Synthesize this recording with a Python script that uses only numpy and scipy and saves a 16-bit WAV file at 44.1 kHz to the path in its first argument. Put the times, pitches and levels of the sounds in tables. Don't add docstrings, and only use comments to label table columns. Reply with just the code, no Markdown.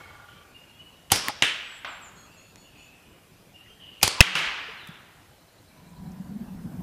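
import sys
import numpy as np
from scipy import signal
from scipy.io import wavfile
from scipy.ndimage import uniform_filter1d

SR = 44100
rng = np.random.default_rng(int(sys.argv[2]) if len(sys.argv) > 2 else 0)


def magnitude_from_level(level_db):
    exponent = np.asarray(level_db, float) / 20
    return 10 ** exponent


def unload_audio(sound):
    columns = np.transpose(np.atleast_2d(sound))
    steps = np.round(np.clip(columns, -1, 1) * 32767)
    wavfile.write(sys.argv[1], SR, steps.astype(np.int16))


N = 300762
TIME = np.arange(N) / SR

# [f/Hz, level/dB per Hz]
SNAP_TAILS = [
    [(29, -53.5), (50, -16), (170, -0.5), (237, -10.5), (465, -15.5), (499, -3), (576, -7.5), (3490, -3),
     (4300, -5), (5100, 1.5), (5700, -0.5), (6490, -9), (10500, -6.5), (15400, -27.5)],
    [(29, -45), (50, -17), (348, -8), (432, -15.5), (524, -6.5), (953, -12), (1150, -6.5), (1870, -11),
     (2150, -3.5), (3560, -5), (4000, -6.5), (4460, -0.5), (4900, -1.5), (5500, -9.5), (10200, -9),
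     (15400, -38)],
]
# [f/Hz, level/dB per Hz]
CARD_TAIL = [(59, -49), (100, -18), (420, -12), (600, -14.5), (800, -11), (1330, -4.5), (2300, -2),
             (3000, -1), (3600, -9), (5100, -15.5), (8900, -24.5), (12700, -30), (15400, -43)]


def evened(x):
    return x / np.sqrt(np.mean(x ** 2) + 1e-20)


def read(points, hz):
    f, value = np.transpose(points)
    return np.interp(np.log(hz + 1), np.log(f + 1), value)


def add(mix, s, sound):
    part = mix[..., round(s * SR):][..., :sound.shape[-1]]
    part += sound[..., :part.shape[-1]]


def columns(rows):
    s, *values = np.transpose(rows)
    t = np.arange(s[0], s[-1], 1 / SR)
    return s[0], *(np.interp(t, s, v) for v in values)


def resonate(x, hz, width):
    turn = np.exp(2j * np.pi * np.cumsum(hz * np.ones(len(x))) / SR)
    r = np.exp(-np.pi * width / SR)
    return 2 * (turn * signal.lfilter([1 - r], [1, -r], x / turn + 1e-18)).real


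def noise(seconds, colour, same=1., tilt_db=0., t60=None, patchy_db=0., size=512):
    edge_hz = 15350
    hop = size // 4
    frames, hz = int(seconds * SR) // hop + 5, np.fft.rfftfreq(size, 1 / SR)
    a, b, c, d, patches = rng.standard_normal((frames, len(hz), 5)).T
    patches = uniform_filter1d(uniform_filter1d(patches, size=6, axis=0), size=9, axis=1)
    tilted_db = read(colour, hz) + tilt_db * np.log2((hz + 50) / 2500)
    edge_db = 60 * np.clip((hz - edge_hz) / 200, 0, 1)
    db = (tilted_db - edge_db)[:, None] + patchy_db * evened(patches)
    if t60:
        db = db - 60 * np.arange(frames) * hop / SR / read(t60, hz)[:, None]
    same = np.clip(same if np.isscalar(same) else read(same, hz)[:, None], -1, 1)
    mid = a + 1j * b
    apart = np.sqrt((1 - same) / (1 + same + 1e-9)) * (c + 1j * d)
    z = np.array([mid + apart, mid - apart]) * magnitude_from_level(db)
    return signal.istft(z, nperseg=size, noverlap=size - hop)[1][:, :int(seconds * SR)]


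def scattered(colour, tilt_db, stretch, build_s, near_db, seconds):
    # [f/Hz, t60/s]
    trunks = [(100, 0.46), (400, 0.97), (1000, 1.39), (1550, 1.31), (2000, 1.16), (3500, 1.064),
              (6000, 0.81), (10000, 0.43), (15000, .3)]
    decay = [(f, t60 * stretch) for f, t60 in trunks]
    tail = noise(seconds, colour, 1.0, tilt_db, decay, patchy_db=.5, size=256)
    t = TIME[:tail.shape[1]]
    near = 1 + magnitude_from_level(near_db) * np.exp(-t / 0.055)
    return tail / np.sqrt(np.mean(tail[:, :800] ** 2)) * near * (1 - np.exp(-t / build_s))


def sung(notes, arch, rise, sag_db):
    for s, length, from_hz, to_hz, db in notes:
        u = np.linspace(0, 1, int(length * SR))
        hz = (from_hz + (to_hz - from_hz) * u) * (1 + arch * np.sin(np.pi * u))
        yield s, hz, db - 8 * np.maximum(1 - u / rise, 0) - sag_db * u ** 2


def whirr(curves, width, skirt):
    out = np.zeros(N)
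    for s, hz, db in curves:
        white = rng.standard_normal(len(hz))
        core = evened(resonate(resonate(white, hz, width), hz, width))
        wide = evened(resonate(resonate(white, hz, 4 * width), hz, 4 * width))
        add(out, s, magnitude_from_level(db) * evened(core + skirt * wide) * signal.windows.tukey(len(hz), .12))
    return out


def hush():
    # [f/Hz, level/dB per Hz]
    colour = [(15, -39), (25, -13), (64, 1.5), (122, -7.5), (155, 3.5), (188, -10), (312, -8.5),
              (409, -12.5), (645, -13), (844, -14.5), (915, -16), (4010, -24), (6330, -27.5),
              (14200, -29.5), (15400, -36.5)]
    # [f/Hz, likeness]
    likeness = [(60, 1), (190, .9995), (330, .994), (550, 0.988), (1100, 0.996), (3400, 0.997),
                (5500, 0.92), (11000, 0.9), (12800, 0.97)]
    return magnitude_from_level(-55) * evened(noise((N + 9) / SR, colour, likeness, patchy_db=2.0, size=1024))[:, :N]


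def breeze():
    fading = (-45.5, 27)
    # [f/Hz, level/dB per Hz]
    colour = [(15, -40), (25, -14), (86, 6), (273, -19), (304, -10), (891, -6), (1410, -10), (1840, -11),
              (3240, -15), (15400, -40.5)]
    start_db, loss_db = fading
    out, db = np.zeros((2, N)), start_db - loss_db * TIME[:SR]
    rustle = evened(noise(1.2, colour, 1.0, patchy_db=0.0, size=1024))[:, :len(db)]
    add(out, 0, magnitude_from_level(db - 3.5) * rustle)
    return out


def gust():
    # [t/s, level/dB, f/Hz]
    moan_curve = [
        (5.55, -81.5, 171.8),
        (5.8, -55.5, 169.5),
        (6.03, -42, 168.4),
        (6.28, -43, 181),
        (6.48, -40.5, 197.4),
        (6.62, -43, 175.2),
        (6.82, -40, 190),
    ]
    # [t/s, half width/s, level/dB]
    puffs = [(6.078, 0.029, 7), (6.203, .022, 10), (6.31, 0.021, 9), (6.36, 0.024, 9), (6.42, 0.02076, 8),
             (6.53, 0.023, 5.5), (6.592, 0.013, 3.5), (6.658, 0.016, 14), (6.795, 0.025, 9)]
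    # [f/Hz, level/dB per Hz]
    roar_colour = [(15, -52), (25, -29), (48, 1.5), (122, -8), (168, -2.5), (214, -3), (398, -29),
                   (758, -22.5), (992, -24.5), (1230, -33), (1610, -29), (2100, -45), (2340, -64.5),
                   (2980, -57.5), (15400, -43)]
    # [f/Hz, likeness]
    likeness = [(50, .98), (100, .99), (140, 1)]
    s, gust_db, hz = columns(moan_curve)
    t = s + TIME[:len(hz)]
    moan_db = gust_db + sum(db * np.exp(-((t - at) / half) ** 2) for at, half, db in puffs)
    roar_db = -57.5 + .65 * (gust_db + 43) + 8 * (t - 6.3)
    white = rng.standard_normal(len(hz))
    moan = resonate(resonate(white, hz, 50.0), hz, 48.7)
    steady = moan / np.sqrt(uniform_filter1d(moan ** 2, size=2500) + 1e-9)
    roar = evened(noise(1.4, roar_colour, likeness, patchy_db=3.0, size=1024))[:, :len(hz)]
    fade = np.minimum(np.arange(len(hz)) / 4000, 1)
    out = np.zeros((2, N))
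    add(out, s, fade * magnitude_from_level(moan_db - 2.0) * steady)
    add(out, s, fade * magnitude_from_level(roar_db + 12.5) * roar)
    return out


def wind_in_gaps():
    # [t/s, length/s, from f/Hz, to f/Hz, level/dB]
    moans = [
        (5.73, 0.59, 987, 985, -62.5),
        (5.99, 0.37, 758, 735, -62),
    ]
    return whirr(sung(moans, .002, 0.062, 3.54), 58.2, 0.2)


def far_birds():
    # [t/s, length/s, from f/Hz, to f/Hz, level/dB]
    warbles = [(.6, 0.12, 2850, 2850, -71), (.86, 0.47, 2930, 2900, -68), (2.1, 0.32, 7600, 7330, -67.5),
               (2.25, 0.28, 2700, 2650, -59.5), (2.63, 0.15, 2830, 2800, -60), (2.72, 0.3, 2570, 2610, -56),
               (2.98, 0.2, 2570, 2400, -64.5), (3.02, 0.23, 2920, 2850, -64), (2.76, 0.12, 2900, 2900, -60),
               (4.62, .13, 4950, 4960, -60), (4.85, 0.15, 3420, 3430, -57), (3.655, 0.022, 2050, 1970, -59),
               (2.9, 0.266, 1800, 1776, -71.5), (3.57, 0.18, 2730, 2850, -58.5),
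               (3.59, 0.14, 1926, 1910, -67), (3.75, 0.22, 1830, 1790, -68),
               (3.79, 0.23, 2970, 2860, -49.5), (5.67, 0.32, 2309, 2370, -68)]
    # [t/s, length/s, from f/Hz, to f/Hz, level/dB]
    haze = [
        (.27, 0.17, 3000, 3080, -58.5),
        (.3, 0.68, 2300, 2660, -65),
        (3.15, .65, 2440, 2470, -70),
    ]
    return whirr(sung(warbles, .002, 0.16, 4), 150, 0.92) + whirr(sung(haze, .003, .06, 1.0), 350, 0.44)


def woodpecker():
    # [f/Hz, level/dB, t60/s]
    hollow_bough = [(810, -8, 0.065), (1170, -5.5, 0.16), (1428, 9, 0.027), (1630, -4.5, 0.0538)]
    pecks, t = np.zeros(N), TIME[:6000]
    for k in range(11):
        s = .0074 + .0495 * k - .00055 * k ** 2
        peck_db = -43.5 - 13 * ((k - 2) / 8) ** 2
        add(pecks, s, magnitude_from_level(peck_db) * np.hanning(12) / 6)
    bough = sum(magnitude_from_level(db - 60 * t / t60) * np.sin(2 * np.pi * hz * t) for hz, db, t60 in hollow_bough)
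    dry = signal.oaconvolve(pecks, bough * (1 - np.exp(-t / 0.002)))[:N]
    echoes = rng.standard_normal(SR // 2) * magnitude_from_level(-60 * TIME[:SR // 2] / 1.5)
    return 1.1 * dry + 0.88 * signal.oaconvolve(dry, echoes / np.linalg.norm(echoes))[:N]


def rising_chirps():
    out, t = np.zeros(N), TIME[:1300]
    chirp = np.sin(2 * np.pi * (3650 * t + 14000 * t ** 2)) * np.hanning(len(t))
    for s in 5.389 + .0958 * np.arange(8):
        uneven_db = .8 * rng.standard_normal()
        db = -60.5 + uneven_db - 1.5 * ((s - 5.62) / .4) ** 2
        add(out, s - .008, magnitude_from_level(db) * chirp)
    return out


def songs():
    # [t/s, length/s, from f/Hz, to f/Hz, level/dB]
    whistles = [(0, .03, 2180, 2235, -49), (.06, 0.06, 2100, 1980, -60.5), (.04, .085, 3230, 3110, -62),
                (.72, 0.065, 3260, 3330, -63), (1.014, .025, 3713, 3720, -69), (.69, .035, 4700, 3600, -66),
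                (3.68, .115, 3150, 3190, -59), (2.31, .045, 4760, 4660, -63)]
    # [t/s, length/s, from f/Hz, to f/Hz, level/dB]
    thin = [(1.635, 0.15, 7880, 7880, -55.5), (1.735, 0.066, 7670, 7800, -55),
            (1.86, 0.076, 8100, 7180, -54.5), (1.925, 0.063, 7230, 7700, -57.5),
            (2.01, 0.06, 7930, 6830, -49.5), (2.066, 0.027, 7550, 6670, -50),
            (4.77, 0.087, 4310, 3430, -50)]
    # [t/s, length/s, from f/Hz, to f/Hz, level/dB]
    nasal = [(2.155, 0.13, 6650, 6430, -59.5), (2.36, 0.17, 6550, 6900, -60.5),
             (2.565, 0.13, 6810, 6750, -58.5), (2.77, 0.13, 6690, 6930, -61)]
    # [partial/eighths of that pitch, level/dB]
    nasal_stack = [(3, -9), (4, -6), (5.13, -3), (6, -20), (8, 2.5), (9, -17), (10, -16)]
    # [t/s, top f/Hz, level/dB]
    chups = [(.54, 2970, -46.5), (0.786, 3030, -44.5), (3.538, 2960, -48.5)]
    # [t/s, share of top f, level/dB]
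    chup = [
        (0, 0.96, -9),
        (.012, 0.95, -5),
        (.026, 0.97, 0.3),
        (.034, .94, -6),
        (.04, 0.89, -16),
        (.052, 0.94, -11.5),
        (.07, 0.98, -17.5),
    ]
    hooks = [columns([(s + t, hz * share, db + d) for t, share, d in chup]) for s, hz, db in chups]
    clear = [*sung(whistles, 0.0027, .15, 4.4), *sung(thin, -0.0054, 0.49, 4.8), *hooks]
    out = np.zeros(N)
    for notes, stack in ((clear, [(8, 0)]), (sung(nasal, 0.0203, 0.15, 10.0), nasal_stack)):
        for s, hz, db in notes:
            waver = evened(uniform_filter1d(rng.standard_normal(len(hz)), size=300))
            turns = np.cumsum(hz * (1 + 0.01 * waver)) / SR / 8
            tone = sum(magnitude_from_level(d) * np.sin(2 * np.pi * k * turns) for k, d in stack)
            add(out, s, np.sqrt(2) * magnitude_from_level(db) * tone * signal.windows.tukey(len(hz), .15))
    chirps = rising_chirps()
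    near = rng.standard_normal(SR) * magnitude_from_level(-60 * TIME[:SR] / 0.32)
    low_pass = signal.butter(4, 3800, fs=SR, output="sos")
    far = signal.sosfilt(low_pass, rng.standard_normal(SR)) * magnitude_from_level(-60 * TIME[:SR] / 1.4)
    echoes = 0.45 * near / np.linalg.norm(near) + 0.38 * far / np.linalg.norm(far)
    return 0.71 * out + chirps + signal.oaconvolve(out + 0.97 * chirps, echoes)[:N]


def flights():
    # [heard from t/s, nearest t/s, stopped t/s, whirr f/Hz, level at the nearest/dB]
    balls = [
        (1.208, 1.296, 1.325, 890, -31),
        (4.118, 4.209, 4.206, 871, -32.5),
    ]
    speed, miss_m = 64, .7
    for s, past, end, hz, db in balls:
        t = np.arange(s, end, 1 / SR) - past
        far = np.hypot(miss_m, speed * t)
        away = speed ** 2 * t / far
        wake_db = 406 * np.maximum(t, 0)
        yield s, hz / (1 + away / 343), db - 20.5 * np.log10(far / miss_m) - wake_db


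def rush():
    s, _, whirr_db = next(flights())
    db = -35.5 + 0.56 * (whirr_db - whirr_db.max())
    out = np.zeros((2, N))
    hiss = evened(noise(0.22, SNAP_TAILS[1], 1.0, -2.3))[:, :len(db)]
    add(out, s, magnitude_from_level(db) * hiss * signal.windows.tukey(len(db), .5))
    return out


def thuds():
    # [t/s, peak level/dB, f/Hz, t60/s]
    modes = [(1.119, -18.5, 96, 0.078), (1.1205, -9.5, 796, 0.028), (4.0333, -25, 224, 0.045),
             (1.285, -29, 265, 0.032), (1.424, -26.5, 129, 0.057), (1.425, -36, 290, 0.12),
             (4.0377, -19.5, 95.6, 0.078), (4.028, -23, 900, .01), (4.031, -16.5, 610, 0.021),
             (4.2096, -13, 1000, .02), (4.2085, -9, 1340, .015), (4.35, -25.5, 162, 0.085),
             (4.47, -39, 43.6, .15), (4.685, -39, 446, 0.11), (4.89, -28.5, 164, 0.053)]
    out, t = np.zeros(N), TIME[:SR // 2]
    for s, db, hz, t60 in modes:
        add(out, s, magnitude_from_level(db - 60 * t / t60) * np.sin(2 * np.pi * hz * t) * (1 - np.exp(-t / 0.0014)))
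    return out


def card_wobble():
    # [t/s, length/s, from f/Hz, to f/Hz, level/dB]
    wobble = [
        (4.24, .1, 158.7, 193, -41),
        (4.345, 0.102, 153, 162, -48),
    ]
    out = np.zeros(N)
    for s, hz, db in sung(wobble, .03, .4, 5.5):
        tone = np.sin(2 * np.pi * np.cumsum(hz) / SR)
        add(out, s, magnitude_from_level(db + 7.0) * tone * signal.windows.tukey(len(hz), .2))
    return out


def card_push():
    # t/s, length/s, level/dB
    push = (4.2068, .0056, 9)
    s, length, db = push
    return -magnitude_from_level(db) * np.exp(-abs((TIME - s - length / 2) / (length / 2)) ** 4)


def ticks():
    # [t/s, peak level/dB, length/s, from f/Hz, to f/Hz]
    events = [(1.2843, -5.5, 0.00021, 100, 16500), (1.85, -18, .002, 1700, 4000),
              (2.558, -28, 0.00083, 905, 7000), (1.846, -38, .003, 151, 600),
              (4.352, -15.5, 0.0035, 2000, 7020), (4.8727, -35.5, .003, 4800, 14000),
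              (4.886, -43.5, 0.0044, 3050, 14000), (4.94, -46, 0.0023, 5500, 8000),
              (5.8, -47, 0.0021, 1500, 3800), (6.118, -38, 0.0043, 4900, 6600)]
    out, t = np.zeros((2, N)), TIME[:3000]
    for s, db, length, from_hz, to_hz in events:
        tick = np.exp(-t / length) * (.5 * rng.standard_normal(len(t)) + (t == 0))
        band = signal.butter(2, (from_hz, to_hz), "band", fs=SR, output="sos")
        add(out, s, magnitude_from_level(db) * signal.sosfilt(band, tick))
    return out


def bands():
    # [t/s, peak level/dB, burst t60/s, scattered level/dB, whip brightness/dB per octave]
    snaps = [
        (1.1184, -11.5, 0.033, -2.5, 4),
        (1.159, -25.5, 0.042, -12.5, 1.5),
        (1.176, -36, 0.016, -17, 3.5),
        (4.030, -12, 0.047, -2, 6.5),
        (4.0774, -19.5, 0.016, -17, -0.2),
    ]
    # [f/Hz, level/dB per Hz]
    colour = [(29, -30.5), (50, -0.5), (402, -10.5), (826, -1), (1580, -8.5), (2150, -4), (3480, -1.5),
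              (3920, -6), (5100, -2.5), (7310, -8), (9980, -9.5), (13300, -14.5), (15200, -21),
              (16200, -45.5)]
    out, t = np.zeros((2, N)), TIME[:3000]
    for s, db, t60, wet_db, bright_db in snaps:
        shape = (1 - np.exp(-(t / 0.0012) ** 2)) * magnitude_from_level(-60 * t / max(t60, .003))
        burst = evened(noise(3000 / SR, colour, 1.0, size=1024)) * shape / shape.max()
        whip = evened(noise(3000 / SR, colour, 1.0, bright_db, size=1024))
        whip = whip * np.exp(-((t - .001 - 0.0013) / 0.0017) ** 2)
        swish = evened(noise(600 / SR, colour, 1.0, -1.7, size=1024))
        swish = swish * np.exp((t[:600] - t[600]) / 0.0052)
        tail = scattered(SNAP_TAILS[s > 2], 0, 0.9, 0.0008, 3.1, seconds=.5 if wet_db < -8 else .8)
        add(out, s - .001, magnitude_from_level(db) * (burst + magnitude_from_level(2.5) * whip))
        add(out, s - t[600], magnitude_from_level(db - 16) * swish)
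        add(out, s, magnitude_from_level(db + wet_db - 15.0) * tail)
    return out


def late_swell():
    # t/s, level/dB, stretch of the decay, build-up/s
    swell = (4.5, -31.5, 1.16, 0.37)
    s, db, stretch, build_s = swell
    out = np.zeros((2, N))
    add(out, s, magnitude_from_level(db) * scattered(CARD_TAIL, -1.2, stretch, build_s, -28, seconds=1.1))
    return out


def cracks():
    # [t/s, peak level/dB, ring f/Hz, ring t60/s, scattered
    # level/dB]
    blows = [(1.1026, -29, 2800, 0.0046, 0), (1.284, -14, 1760, 0.0043, -27),
             (1.422, -7, 2870, 0.0086, 1.5), (1.4225, -15, 2090, 0.013, -42), (1.847, -26, 1260, 0.0048, 8),
             (2.558, -44.5, 2800, 0.0043, -4), (4.014, -31, 2390, 0.0059, -6),
             (4.033, -14, 2450, 0.008, -40), (4.2116, -0.66, 3050, 0.0087, 4),
             (4.2239, -5, 2700, 0.012, -11), (4.353, -10, 2760, 0.0069, 5.5)]
    # [t/s, peak level/dB, ring f/Hz, ring t60/s, scattered level/dB]
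    card_ring = [
        (4.20565, 12.5, 2900, .0128, -40),
        (4.2096, 5, 2300, .0125, -40),
        (4.2136, -12, 2700, .012, -40),
    ]
    # [f/Hz, level/dB per Hz]
    splinter_colour = [(35, -49.5), (60, -14), (421, -6.5), (1140, -19), (1860, -7.5), (3030, -9),
                       (5290, -17.5), (6670, -12), (8030, -26.5), (9440, -19), (11100, -33.5), (13700, -35),
                       (15400, -48.5)]
    # [f/Hz, level/dB per Hz]
    wood_tail = [(60, -30), (241, -8.5), (421, -19), (570, -10), (826, -15.5), (1270, -10), (1500, -3),
                 (2300, -2.5), (2900, 1.5), (3600, -5.5), (4300, -14.5), (10300, -23), (15400, -45.5)]
    # [f/Hz, level/dB per Hz]
    far_tail = [(100, -28), (300, -13), (471, -32), (666, -11.5), (1000, -9.5), (1150, -5), (1400, -5.5),
                (1700, -11.5), (2730, -10), (3600, -17), (6400, -38), (8320, -55), (14000, -90)]
    out, t = np.zeros((2, N)), TIME[:3000]
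    for s, db, hz, t60, wet_db in blows + card_ring:
        far, card, wet = hz < 1700, s > 4.2, wet_db > -35
        colour = far_tail if far else CARD_TAIL if card else wood_tail
        fall = magnitude_from_level(-60 * (t / max(t60, .002)) ** 2) * (1 - np.exp(-t / (0.034 * max(t60, .002))))
        slack = np.minimum(24 * t, .3) * (card and not wet)
        ring = np.sin(2 * np.pi * hz * t * (1 - slack))
        ring = ring + (.5 if wet else .12) * np.sin(2 * np.pi * 1.19 * hz * t + 2)
        splinters = colour if far or s > 4.3 else splinter_colour
        tilt_db = 1.1 * np.log2(hz / 2850) * (not far) + .3
        same = .955 if card and s < 4.22 else 1.
        splinter = evened(noise(3000 / SR, splinters, same, tilt_db, size=1024))
        add(out, s, magnitude_from_level(db) * (ring + (.9 if far else .55 if wet else .3) * splinter) * fall)
        if wet:
            heard_s = np.clip((db + wet_db + 52) / 45, .25, 1.2)
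            tail_tilt_db = .6 if card else .3 if far else .7
            stretch = 1.02 if card else .92 if far else .97
            tail = scattered(colour, tail_tilt_db, stretch, 0.0014, -3 if far else 6, heard_s)
            add(out, s, magnitude_from_level(db + wet_db - 22.5) * tail)
    return out


def scene():
    wind = hush() + breeze() + gust() + wind_in_gaps()
    birds = far_birds() + woodpecker() + songs()
    ball = whirr(flights(), 210, 0.57) + rush()
    card = card_wobble() + card_push()
    return wind + birds + ball + thuds() + card + ticks() + bands() + late_swell() + cracks()


def roll_off(x):
    return signal.sosfilt(signal.butter(12, 15520, fs=SR, output="sos"), x)


def record(dry):
    power_db = 10 * np.log10(abs(uniform_filter1d((dry ** 2).mean(0), size=200)) + 1e-12)
    fall = TIME * 45.0
    over_db = np.maximum(np.maximum.accumulate(power_db + fall) - fall + 0.5, 0)
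    late_db = signal.lfilter(np.r_[np.zeros(330), np.ones(80) / 80], 1, over_db)
    held = np.clip(dry, -1.3, 1.5)
    coupled = signal.lfilter([1, -1], [1, -np.exp(-2 * np.pi * 64 / SR)], held)
    shaken = np.exp(-abs((TIME - 4.352) / .125) ** 6)
    lows = signal.sosfilt(signal.butter(2, 450, fs=SR, output="sos"), coupled)
    coupled = coupled + magnitude_from_level(-10) * shaken * lows * [[1], [-1]]
    return roll_off(np.clip(coupled / magnitude_from_level(1.35 * late_db), -1, 1))


dry = scene()
out = record(dry)
unload_audio(out)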